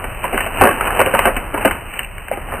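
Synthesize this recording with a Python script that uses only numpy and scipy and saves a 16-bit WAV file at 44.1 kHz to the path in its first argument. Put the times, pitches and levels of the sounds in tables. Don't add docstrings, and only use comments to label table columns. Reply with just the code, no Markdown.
import sys
import numpy as np
from scipy import signal
from scipy.fft import rfft, irfft, next_fast_len
from scipy.io import wavfile

SR = 44100
rng = np.random.default_rng(int(sys.argv[2]) if len(sys.argv) > 2 else 0)


def transcribe(signal):
    frames = np.atleast_2d(signal).T
    limited = np.clip(frames, -1, 1)
    pcm = np.round(limited * 32767).astype(np.int16)
    wavfile.write(sys.argv[1], SR, pcm)


N = 114660


def knocks():
    # start in seconds, seconds to fade by 60 dB, the note in Hz, its level in dB,
    # then the clatter's level in dB in the bass, low middle, middle and treble.
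    events = [(.041, .06, 473, -21, -25, -22.5, -21.5, -21.5),
              (.241, 0.08, 982, -10.5, -34.5, -20, -22, -19.5),
              (0.328, 0.054, 541, -13, -19, -12.5, -22, -20),
              (.342, .1, 733, -21, -17.5, -17.5, -21.5, -22), (.377, .06, 1506, -13, -32.5, -21, -14, -13),
              (0.405, 0.058, 1820, -14, -37, -25, -23, -18),
              (0.462, .08, 649, -16.5, -29.5, -28, -20.5, -24), (.611, 0.048, 771, 1.5, -14, -6.5, -2, -9),
              (.618, 0.061, 1094, -5, -8.5, -5, -11, -10.5), (.637, 0.093, 763, -17, -10.5, -6.5, -7, -15),
              (0.653, 0.15, 423, -10.5, -21, -9.5, -12.5, -16.5),
              (.671, 0.088, 570, -10.5, -33, -11.5, -8.5, -18),
              (.689, 0.067, 1126, -7.5, -16.5, -23, -18, -17),
              (0.71, 0.077, 1598, -9, -38.5, -23, -16, -20),
              (.809, .055, 1275, -11, -21.5, -28, -12.5, -16.5),
              (.905, 0.017, 1255, -9.5, -26.5, -19, -12, -38),
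              (.992, 0.049, 508, -10, -19.5, -5, -21.5, -10.5),
              (1.002, 0.058, 1055, -10, -19.5, -19, -8, -12),
              (1.014, 0.037, 580, -1.5, -20.5, -11.5, -6.5, -8),
              (1.061, 0.025, 2470, -17, -16.5, -11, -23, -10.5),
              (1.07, 0.1, 531, -11.5, -22, -19.5, -18.5, -33),
              (1.138, 0.063, 560, -6.5, -17, -14, -12, -18),
              (1.149, 0.13, 919, -10, -22, -15.5, -12.5, -17),
              (1.191, 0.021, 1107, 1.5, -39, -5.5, -8.5, -4),
              (1.24, 0.033, 1167, -13.5, -37, -33, -26, -25), (1.254, .07, 703, -9, -13.5, -8.5, -8.5, -10),
              (1.27, .09, 704, -20, -19, -10, -11, -19.5), (1.287, .07, 562, -25, -20.5, -16, -25, -30.5),
              (1.365, 0.072, 397, -22.5, -18.5, -19.5, -18, -15),
              (1.541, 0.077, 294, -16, -22, -15.5, -15, -22),
              (1.577, 0.069, 992, -13.5, -23.5, -22.5, -30, -23.5),
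              (1.649, 0.068, 640, -4, -17, -13.5, -14, -15), (1.654, 0.092, 284, -8.5, -17, -9, -10, -13.5),
              (1.676, 0.1, 745, -17.5, -24, -30, -17, -17.5),
              (1.71, 0.046, 1600, -32, -25.5, -27, -13.5, -14.5),
              (1.938, 0.024, 2860, -23, -37, -33, -24.5, -23),
              (1.992, 0.024, 2870, -15, -37, -30, -19, -10.5),
              (2.002, 0.045, 1770, -24, -36, -28.5, -38, -26),
              (2.032, 0.018, 2740, -14.5, -48, -31, -30, -27),
              (2.046, 0.022, 2760, -23, -46, -46.5, -43, -21),
              (2.181, 0.04, 2285, -26, -45, -39, -27.5, -29),
              (2.283, 0.021, 1570, -17.5, -40, -27.5, -33, -21.5),
              (2.314, 0.038, 604, -9.5, -36, -13.5, -22.5, -28.5),
              (2.322, 0.17, 805, -21.5, -31, -27.5, -31, -26),
              (2.372, 0.056, 353, -22.5, -31, -22, -28, -29.5),
              (2.52, .06, 1060, -22.5, -37, -28, -22, -52), (2.538, 0.063, 426, -20, -31, -22.5, -32, -29)]
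    bands = [(190, 450), (450, 900), (900, 1800), (1800, 3400)]
    garden_db = [0.5, -3, -1, -7]
    touches_per_s, touch_size, attack_s = 420, 0.82, 0.00054
    track, t = np.zeros(N), np.arange(SR // 4) / SR
    filters = [signal.butter(3, band, 'band', fs=SR, output='sos') for band in bands]
    for start, t60, note_hz, note_db, *band_db in events:
        decay = fade(t, t60)
        touching = rng.random(len(t)) < touches_per_s / SR
        touches = touch_size * touching * rng.uniform(-0.98, 1, len(t)) * decay
        touches[0] = 1
        chatter = signal.fftconvolve(touches, wood_contact(t))[:len(t)]
        chatter = unit(chatter * fade(t, 4 * t60))
        echo = unit(rng.standard_normal(len(t)) * fade(t, t60=0.23))
        clatter = sum(amp(db) * unit(signal.sosfilt(sos, chatter + amp(echo_db) * echo))
                      for sos, db, echo_db in zip(filters, band_db, garden_db))
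        clatter *= np.sqrt(np.mean(decay ** 2))
        note = amp(note_db) * np.sin(2 * np.pi * note_hz * t) * decay * (1 - np.exp(-t / attack_s))
        thud_hz = 105 * np.exp(rng.normal(0, 0.16))
        thud = amp(band_db[0] - 5.5) * np.sin(2 * np.pi * thud_hz * t) * fade(t, t60=.07)
        add(track, start, amp(0.5) * clatter + amp(-0.5) * note + thud)
    return track


def wood_contact(t):
    # a ringing pitch of the frame in Hz, relative level in dB, seconds to fade by 60 dB.
    frame_tones = [(230, -3, .12), (290, -5, .09), (379, -1, .11), (537, 0, .11), (721, -2, .09),
                   (960, -6, .05), (1135, -1, .07), (1239, -2, .08), (1424, -2, .08), (1535, -2, .09),
                   (1632, -3, .08), (2073, -5, .07), (2277, -4, .08), (2636, -3, .08)]
    ring = sum(amp(db + rng.normal(0, 1.46)) * fade(t, t60) * np.sin(2 * np.pi * (hz * t + rng.random()))
               for hz, db, t60 in frame_tones)
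    crack = rng.standard_normal(len(t)) * fade(t, t60=0.016)
    return crack + amp(-20) * ring


def lashings():
    # time in seconds, then the levels in dB of the rub's low body and its bright edge.
    rub_levels = [(0, -28, -38), (.18, -35.5, -39), (.25, -23.5, -28), (.31, -28.5, -33),
                  (.43, -25.5, -23.5), (.51, -28, -34.5), (.6, -22, -25.5), (.78, -23.5, -30.5),
                  (.84, -23, -30.5), (.875, -14.5, -20), (.9, -22, -33.5), (.95, -18.5, -25),
                  (1.1, -24, -30), (1.21, -19, -23.5), (1.33, -26, -36), (1.5, -30.5, -48),
                  (1.62, -23, -28.5), (1.75, -28.5, -36.5), (1.87, -38.5, -39), (1.96, -32, -27.5),
                  (2.1, -46.5, -42.5), (2.28, -38, -37), (2.43, -35, -51), (2.54, -27.5, -40),
                  (2.6, -28, -40)]
    # frequency in Hz, level in dB.
    body_tone = [(100, -13.5), (220, -3), (400, -2.5), (600, 0.5), (1000, 0.5), (1600, -3.5), (1900, -8.5),
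                 (2400, -14)]
    edge_tone = [(1000, -32), (1600, -17), (2100, -4.5), (2600, 6.5), (3200, -5)]
    slips_per_s = 4500
    body_db, edge_db = curves(rub_levels)
    slipping = rng.random(N) < slips_per_s / SR
    slips = slipping * rng.standard_normal(N) * amp(1.7 * rng.standard_normal(N))
    body = amp(body_db + 1) * unit(coloured(slips, body_tone))
    edge = amp(edge_db + 2) * unit(coloured(slips, edge_tone))
    return body + edge


def wind():
    # time in seconds, level of the rumble in dB.
    gusts = [(0.0, -31), (0.14, -24), (0.3, -31.5), (0.35, -23), (0.51, -30), (0.64, -14), (0.66, -26),
             (1.26, -27.5), (1.39, -21.5), (1.44, -29.5), (1.72, -21.5), (1.76, -29.5), (2.25, -32.5),
             (2.27, -34), (2.56, -23.5), (2.6, -37)]
    # frequency in Hz, level in dB.
    rumble_tone = [(10, -24), (22, -9), (31, 3.5), (42, -5), (56, -11), (88, -9), (130, -17.5), (220, -27),
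                   (500, -29)]
    hiss_tone = [(100, 12.5), (300, 1.5), (900, 4), (2000, 1), (3200, -9.5)]
    rumble_db, = curves(gusts)
    return noise(rumble_tone, rumble_db) + noise(hiss_tone, db=-37.5)


def garden_scatter(x):
    # frequency in Hz, gain of the copy in dB.
    scatter_tone = [(30, -12), (120, -16.5), (400, -12.5), (700, -8), (1000, -8), (1150, -49), (1700, -22),
                    (3000, -26)]
    spectra = signal.stft(x, nperseg=512)[2]
    shuffled = spectra * np.exp(2j * np.pi * rng.random(spectra.shape))
    return coloured(signal.istft(shuffled, nperseg=512)[1][:N], scatter_tone)


def far_wind():
    # frequency in Hz, relative level in dB.
    far_tone = [(30, 8), (120, -1.5), (400, -7), (750, 0.5), (1020, -4), (1200, -33.5), (3000, -28.5)]
    return noise(far_tone, db=-46)


def amp(db):
    return 10 ** (np.asarray(db) / 20)


def unit(x):
    return x / np.sqrt(np.mean(x ** 2) + 1e-20)


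def curves(rows):
    times, *columns = np.transpose(rows)
    return [np.interp(np.arange(N) / SR, times, column) for column in columns]


def filtered(x, response):
    size = next_fast_len(N + 8192)
    return irfft(rfft(x, size) * response(np.fft.rfftfreq(size, 1 / SR)), size)[..., :N]


def coloured(x, tone):
    points_hz, db = np.transpose(tone)
    return filtered(x, lambda hz: amp(np.interp(np.log(hz + 1), np.log(points_hz + 1), db)))


def noise(tone, db):
    return amp(db) * unit(coloured(rng.standard_normal(N), tone))


def low_pass(x, cut_hz):
    return filtered(x, lambda hz: 1 / np.sqrt(1 + (hz / cut_hz) ** 140))


def fade(t, t60):
    return np.exp(-np.log(1000) * t / t60)


def add(track, start, sound):
    part = track[max(0, round(start * SR)):][:len(sound)]
    part += sound[:len(part)]


def scene():
    mid = knocks() + lashings() + wind()
    side = garden_scatter(mid) + far_wind()
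    return np.array([mid + side, mid - side])


def record(dry):
    band_hz, hold_samples, top_hz = 3075, 4, 14400
    clipped = np.clip(low_pass(dry, band_hz), -1, 1)
    narrow = low_pass(clipped, band_hz)
    held = np.repeat(narrow[:, ::hold_samples], hold_samples, axis=1)[:, :N]
    return low_pass(np.clip(held, -.97, .97), top_hz)


dry = scene()
out = record(dry)
transcribe(out)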